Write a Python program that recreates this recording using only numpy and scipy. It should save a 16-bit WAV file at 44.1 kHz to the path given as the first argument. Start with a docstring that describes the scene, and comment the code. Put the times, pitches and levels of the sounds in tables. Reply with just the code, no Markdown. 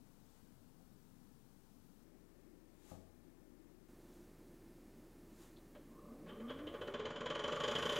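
"""A quiet, ventilated laboratory, one microphone by the bench where a small ball mill stands.
Over the rumble of the air, a gloved hand brushes the panel, bumps the knob and presses start.
The drive takes up its slack and the stepper motor whines upward. The steel balls knock against
the ends of the swinging jars, twice a cycle, ever faster and harder, ringing housing, holders
and jars. Bench and walls add short reflections."""
import sys
import numpy as np
from scipy import signal
from scipy.fft import rfft, irfft
from scipy.io import wavfile

SR = 44100
rng = np.random.default_rng(int(sys.argv[2]) if len(sys.argv) > 2 else 0)


def materialize(psi):
    """Save the field psi as 16-bit PCM at rate SR to the path in sys.argv[1].

    A 1-D psi becomes a single channel; in a 2-D psi each row is a channel.
    """
    bounded = np.clip(np.atleast_2d(psi).T, -1, 1)
    quanta = np.round(bounded * 32767).astype(np.int16)
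    wavfile.write(sys.argv[1], SR, quanta)


N = 352359
TIME = np.arange(N) / SR

# colour of room tone, slowed down and at normal speed, and of the glove: frequency_hz, relative_db
SLOWED_TONE_SPECTRUM = [(29, -63), (50, -9), (70, -9), (177, -2.5), (253, -1.5), (371, -13), (439, -12.5),
                        (557, -19.5), (898, -20.5), (1200, -25), (1310, -24), (2120, -32), (15000, -33)]
AIR_SPECTRUM = [(29, -51), (50, -8), (70, -7), (100, -17), (134, -7.5), (162, -7.5), (238, 0), (268, -3.5),
                (333, 1.5), (434, -10), (592, -13.5), (735, -18.5), (1790, -26), (3180, -32),
                (15500, -33.5)]
GLOVE_SPECTRUM = [(300, -5), (800, 6.5), (2200, -2.5), (3700, -0.5), (5000, -4), (7000, 1), (9500, -4.5),
                  (12000, -5), (15500, -11)]
# hum of ventilation and electronics: pitch_hz, level_db
HUM_TONES = [(27.3, -66), (88, -82.5), (110, -76.5), (167, -73), (1782, -89.5), (2126, -93.5)]
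# glove on the panel, stepper breaking away, slow balls sliding on the jar wall: peak_s, fade_s, level_db
GLOVE_BRUSHES = [(.35, 0.13, -72), (2.905, 0.075, -62), (4.145, 0.14, -75), (5.43, 0.072, -66)]
BREAKAWAY_BUZZES = [(5.99, 0.056, -68), (6.10, 0.061, -66)]
BALL_SLIDES = [(6.296, 0.013, -58), (6.497, 0.011, -54)]
# a finger bumps the knob; the start key snaps in: start_s, level_db, decay_s
KNOB_BUMPS = [(0.795, -62, 0.011), (1.597, -72, .004), (2.913, -43.5, 0.009), (2.951, -54, 0.0083)]
KEY_SNAP = [(5.562, -71, 0.018)]
# resonances of the mill's parts: pitch_hz, width_hz, relative_db
KNOB_MODES = [(70, 20, -23), (110, 58, 2), (171, 98, 3), (275, 26, 4.5), (410, 71, -7), (520, 41, -3),
              (662, 68, -2), (800, 150, -10), (1160, 120, -16)]
KEY_MODES = [(3470, 890, -1.8), (4250, 600, -0.19)]
FRAME_MODES = [(165, 13, -13), (230, 14, 3), (296, 26, -1), (388, 28, -2.5), (436, 29, -5), (591, 34, -2.5),
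               (1199, 52, 5)]
STATOR_MODES = [(1057, 60, 1), (1230, 46, -2.4)]
HOUSING_MODES = [(87.4, 7.6, -10), (109, 26, -18), (155.4, 56, -10.5), (239, 20, -7), (334, 61, -13),
                 (397, 27, -14), (438, 61, -1), (535.4, 61, 0), (561.7, 38.7, 3), (605, 33, -2),
                 (672, 99, -13.5)]
HOLDER_MODES = [(860, 35, -1), (989, 49, 0), (1104, 106, 6), (1186, 280, 0), (1396, 80, 0.5),
                (1490, 75, -1), (1666, 120, -3), (1856, 143, -4.5), (2100, 350, -8), (2550, 490, -10),
                (2890, 240, -17.5), (3790, 130, -15), (4050, 2100, -20)]
JAR_MODES = [(3068, 110, 7), (3157, 106, 5.7), (3260, 174, 1)]
STEEL_MODES = [(4590, 130, 2.5), (5000, 110, 6), (5590, 1170, -0.5), (5900, 345, 6), (6600, 170, 5),
               (6970, 146, 4), (7250, 81, 4), (9060, 820, -15.5), (10040, 190, -18), (12800, 4900, -33.5)]
# the drive takes up its slack: start_s, housing_db, holder_db, jar_db, decay_s
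SLACK_CLUNKS = [(5.746, -54, -63.5, -72, 0.015), (6.258, -62, -64, -95, 0.065)]
# the stepper's force on the frame, at the tooth rate and each multiple: level_db
TOOTH_HARMONICS = [-67.5, -74.5, -92, -90, -84.5, -89.5]
# the running mill sways on its feet: time_s, level_db
SWAY_CURVE = [(5.9, -76), (6.2, -74.5), (6.5, -70), (6.82, -61), (7.1, -83), (7.4, -68), (7.99, -75)]
# knocks that stand out from the rest: near_s, strength_db, extra_ring_db
KNOCK_ACCENTS = [(6.286, 0, -18), (6.50, 7, 0), (6.59, -0.5, -0.5), (6.67, -0.5, 6), (6.94, 3.5, 0.5),
                 (6.997, 1, 3.5), (7.056, 3.5, 0), (7.106, -0.5, -3), (7.208, -0.5, -2), (7.257, 2.5, -0.5),
                 (7.303, 3, 1), (7.349, 1.5, -4), (7.479, 1.5, -5), (7.561, -1.5, -1.5), (7.639, 3.5, 2),
                 (7.754, 2, 2.5), (7.787, 0.5, -15)]

# how the mill's forces grow with the swing rate: base_db at REFERENCE_HZ, db_per_doubling
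THUD, CLACK, RING, PING = (-37.5, 8.1), (-36.5, 10.9), (-44.5, 14.4), (-53.5, 19.8)
DRIVE, ROLL, SKITTER = (-48.5, 6.8), (-66, 7.9), (-56.5, 37)
REFERENCE_HZ = 12

NORMAL_SPEED_S, SLOWED_HUM_HZ = 2.04, 20.8
TREBLE_CUT_S, TREBLE_CUT_DB_PER_S, TREBLE_CUT_HZ = 6.9, 121, 7000
ROCKING_HZ, ROCKING_T60_S, ROCKING_DB = 86, 0.8, -50
START_S, SWING_HZ_PER_S, ROTOR_TEETH, FLUTTER_DB = 5.749, 6.744, 50, 3.5
# the faster the swing, the earlier in the stroke a constant lead makes the balls land
STROKES_BEFORE_LANDING, LANDING_LEAD_S = 2.297, 0.047
END_DELAY_S, END_RING_DB, KNOCK_SPREAD_DB, CHATTER_S = 0.0018, 2.0, 1.33, 0.0067
RIGHT_OPENS_S, CUTOFF_HZ = 3.885, 15750


def from_db(db):
    """Decibels to gain."""
    return 10 ** (np.asarray(db) / 20)


def noise(spectrum):
    """Steady noise of rms 1, coloured by rows of frequency_hz, relative_db."""
    hz, db = np.transpose(spectrum)
    bins = np.maximum(np.fft.rfftfreq(N, 1 / SR), 1)
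    colour = from_db(np.interp(np.log(bins), np.log(hz), db))
    x = irfft(rfft(rng.standard_normal(N)) * colour, N)
    return x / np.sqrt(np.mean(x ** 2) + 1e-20)


def sine(hz):
    """Tone of rms 1 on a steady or gliding pitch."""
    return np.sqrt(2) * np.sin(2 * np.pi * np.cumsum(hz * np.ones(N)) / SR)


def swells(rows):
    """An envelope that rises and falls once per row of peak_s, fade_s, level_db."""
    return sum(from_db(db) * np.exp(-abs(TIME - s) / fade_s) for s, fade_s, db in rows)


def push(times, levels_db):
    """One clean, hard contact per blow."""
    force = np.zeros(N)
    force[np.clip(times * SR, 0, N - 1).astype(int)] = from_db(levels_db)
    return force


def chatter(times, levels_db, decays_s, rise_s=0.0033, contacts_per_s=3000):
    """Each blow is a quick swarm of tiny contacts that swells and dies away."""
    force, t = np.zeros(N + SR), TIME[:SR // 8]
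    for s, db, decay_s in np.broadcast(times, levels_db, decays_s):
        swell = (1 - np.exp(-t / rise_s)) * np.exp(-t / decay_s)
        contacts = rng.choice([-1, 1], len(t)) * (rng.random(len(t)) < contacts_per_s / SR)
        burst = swell * contacts
        burst *= np.linalg.norm(swell / swell.max()) / (np.linalg.norm(burst) + 1e-9)
        start = int(s * SR)
        force[start:start + len(t)] += from_db(db) * burst
    return force[:N]


def resonate(force, modes, low_hz, high_hz):
    """Drive a part's resonances, inside the band that it radiates; overall power gain 1."""
    click, response = signal.unit_impulse(SR // 2) + 1e-18, 0
    for k, (hz, width, db) in enumerate(modes):
        r = np.exp(-np.pi * width / SR)
        poles = [1, -2 * r * np.cos(2 * np.pi * hz / SR), r * r]
        ring = (1 - r * r) * signal.lfilter([1, 0, -1], poles, click)
        response = response + (-1) ** k * from_db(db) * ring
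    band = signal.butter(3, [low_hz, high_hz], "band", fs=SR, output="sos")
    response = signal.sosfilt(band, response)
    return signal.oaconvolve(force, response / np.linalg.norm(response))[:N]


def room(x, t60, wet_db):
    """Direct sound at the microphone, plus dense reflections from bench and walls."""
    t = TIME[:SR * 3 // 4]
    tail = rng.standard_normal(len(t)) * from_db(-60 * t / t60) * (1 - np.exp(-t / 0.0043))
    return x + from_db(wet_db) * signal.oaconvolve(x, tail / np.linalg.norm(tail))[:N]


def swing_hz(s):
    """Swings per second of the jars, speeding up evenly from rest."""
    return SWING_HZ_PER_S * np.maximum(s - START_S, 1e-3)


def level_at(s, growth):
    """Level in dB of a force that grows with the swing rate."""
    base_db, db_per_doubling = growth
    return base_db + db_per_doubling * np.log2(swing_hz(s) / REFERENCE_HZ)


def ventilation():
    """Room tone of air rumble and hum, played slowed down, so lower in pitch, for the first two seconds."""
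    slowed = from_db(-61) * noise(SLOWED_TONE_SPECTRUM) + from_db(-66) * sine(SLOWED_HUM_HZ)
    normal = from_db(-61) * noise(AIR_SPECTRUM) + sum(from_db(db) * sine(hz) for hz, db in HUM_TONES)
    share = np.clip((TIME - NORMAL_SPEED_S) / 0.0085, 0, 1)
    return np.sqrt(1 - share) * slowed + np.sqrt(share) * normal


def hand():
    """The glove hisses over the panel, bumps the knob, which rocks the mill, and presses the key."""
    glove = swells(GLOVE_BRUSHES) * noise(GLOVE_SPECTRUM)
    bumps = chatter(*np.transpose(KNOB_BUMPS), rise_s=0.00059)
    knob = room(resonate(bumps, KNOB_MODES, low_hz=49.7, high_hz=1510), t60=0.7, wet_db=-1.5)
    hardest_s = max(KNOB_BUMPS, key=lambda bump: bump[1])[0]
    age = np.maximum(TIME - hardest_s, 0)
    rocking = from_db(ROCKING_DB - 60 * age / ROCKING_T60_S) * np.sin(2 * np.pi * ROCKING_HZ * age)
    key = resonate(chatter(*np.transpose(KEY_SNAP)), KEY_MODES, low_hz=2500, high_hz=5500)
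    return glove + knob + rocking + key


def drive():
    """The drive clunks as it takes up its slack, then rumbles: forces on housing, holder and jar."""
    s, *levels_db, decay_s = np.transpose(SLACK_CLUNKS)
    on_housing, on_holder, on_jar = (chatter(s, db, decay_s) for db in levels_db)
    rumble = from_db(level_at(TIME, DRIVE)) * rng.standard_normal(N)
    return on_housing + rumble, on_holder, on_jar


def motor():
    """The stepper buzzes into motion; its rising whine swells at each resonance of the frame."""
    waver = 1 + 0.027 * noise([(1, -17.5), (20, 2.5), (45, -4.5), (90, -33), (300, -92)])
    tooth_hz = ROTOR_TEETH * swing_hz(TIME) * waver
    teeth = sum(from_db(db) * sine(k * tooth_hz) for k, db in enumerate(TOOTH_HARMONICS, 1))
    # the uneven load roughens the whine
    flutter = from_db(FLUTTER_DB * noise([(1, -2), (12, -11), (40, 2), (80, -19), (300, -80)]))
    whine = resonate((TIME > START_S) * flutter * teeth, FRAME_MODES, low_hz=145, high_hz=1520)
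    stator = resonate(rng.standard_normal(N), STATOR_MODES, low_hz=940, high_hz=1370)
    return room(whine + swells(BREAKAWAY_BUZZES) * stator, t60=0.21, wet_db=-14.5)


def sway():
    """The running mill keeps swaying on its feet, a low, narrow rumble."""
    level_db = np.interp(TIME, *np.transpose(SWAY_CURVE))
    rumble = resonate(rng.standard_normal(N), [(ROCKING_HZ, 5, 0)], low_hz=73, high_hz=105)
    return (TIME > START_S) * from_db(level_db) * rumble


def rolling(first_landing_s):
    """The balls break loose just before they first land, roll with little treble and briefly slide."""
    contact = noise([(700, 2.5), (1200, 4.5), (1700, -1), (2300, 5), (3200, -24), (6000, -19)])
    loose_db = np.interp(TIME, [first_landing_s - 0.08, first_landing_s], [-8, 0])
    slides = swells(BALL_SLIDES) * rng.standard_normal(N)
    return from_db(level_at(TIME, ROLL) + loose_db) * contact + slides


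def landings():
    """The balls land once at each end of the swing: time_s, strength_db, extra_ring_db."""
    last_stroke = SWING_HZ_PER_S * (N / SR - START_S + LANDING_LEAD_S) ** 2 - STROKES_BEFORE_LANDING
    stroke = np.arange(int(last_stroke) + 1)
    elapsed_s = np.sqrt((stroke + STROKES_BEFORE_LANDING) / SWING_HZ_PER_S)
    end = (-1.0) ** stroke   # at one end they land a little later and ring the jar more
    s = START_S - LANDING_LEAD_S + elapsed_s + END_DELAY_S * end
    strength_db = rng.normal(0, KNOCK_SPREAD_DB, len(s))
    extra_ring_db = END_RING_DB * end
    for near_s, accent_db, accent_ring_db in KNOCK_ACCENTS:
        nearest = np.argmin(abs(s - near_s))
        strength_db[nearest] = accent_db
        extra_ring_db[nearest] += accent_ring_db
    return s, strength_db, extra_ring_db


def knocks(s, strength_db, extra_ring_db):
    """A ball grazes the wall, then lands: forces on housing, holder, jar and steel."""
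    thud_db = level_at(s, THUD) + 0.98 * strength_db
    clack_db = level_at(s, CLACK) + strength_db
    ring_db = level_at(s, RING) + 0.75 * strength_db + extra_ring_db
    ping_db = level_at(s, PING) + strength_db
    graze_s = s - 0.003
    thud = chatter(graze_s, thud_db - 7, CHATTER_S * 1.18) + push(s - 0.001, thud_db + 22)
    clack = chatter(graze_s, clack_db - 8, CHATTER_S * 2.33, rise_s=0.0041)
    ring = chatter(graze_s, ring_db - 2, CHATTER_S * 1.4, rise_s=0.0044)
    ring += push(s + 0.00191, ring_db + 16)
    ping = chatter(graze_s, ping_db - 4.5, CHATTER_S * 1.16, rise_s=0.0059, contacts_per_s=15000)
    return thud, clack, ring, ping


def skitter(landings_s, delay_s=0.008, fade_s=0.011):
    """Just after each landing the balls skitter brightly against one another."""
    envelope = swells((s + delay_s, fade_s, level_at(s, SKITTER)) for s in landings_s)
    return envelope * noise([(5000, -44), (8000, -13), (10000, 2), (15000, 7.5), (17000, -16.5)])


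def mill():
    """Drive and balls shake the housing, jar holders, jar walls and steel; each rings into the room."""
    s, strength_db, extra_ring_db = landings()
    on_housing, on_holder, on_jar = drive()
    roll = rolling(s[0])
    thud, clack, ring, ping = knocks(s, strength_db, extra_ring_db)
    housing = resonate(on_housing + thud, HOUSING_MODES, low_hz=67, high_hz=750)
    holder = resonate(on_holder + roll + clack, HOLDER_MODES, low_hz=730, high_hz=4550)
    jar = resonate(on_jar + from_db(-1) * roll + ring, JAR_MODES, low_hz=2550, high_hz=4080)
    steel = resonate(ping + skitter(s), STEEL_MODES, low_hz=4100, high_hz=15000)
    return (room(housing, t60=0.18, wet_db=-12.5) + room(holder, t60=0.59, wet_db=-7)
            + room(jar, t60=0.61, wet_db=-2) + room(steel, t60=0.47, wet_db=-4))


def treble_cut(x):
    """A treble cut, like a noise suppressor's, removes the hiss above 7 kHz from 6.9 s."""
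    dull = signal.sosfilt(signal.butter(8, TREBLE_CUT_HZ, fs=SR, output="sos"), x)
    kept = from_db(-TREBLE_CUT_DB_PER_S * np.maximum(TIME - TREBLE_CUT_S, 0))
    return kept * x + (1 - kept) * dull


def scene():
    """Everything reaches one microphone, fed to both channels."""
    return np.tile(mill() + motor() + sway() + hand() + treble_cut(ventilation()), (2, 1))


def record(dry):
    """The right channel is almost silent until it opens; both lose the very top of the treble."""
    right_gain = from_db(np.interp(TIME, [RIGHT_OPENS_S - 0.005, RIGHT_OPENS_S], [-33, 0]))
    lowpass = signal.ellip(10, 0.2, 70, CUTOFF_HZ, fs=SR, output="sos")
    return signal.sosfilt(lowpass, np.array([dry[0], dry[1] * right_gain]))


dry = scene()
out = record(dry)
materialize(out)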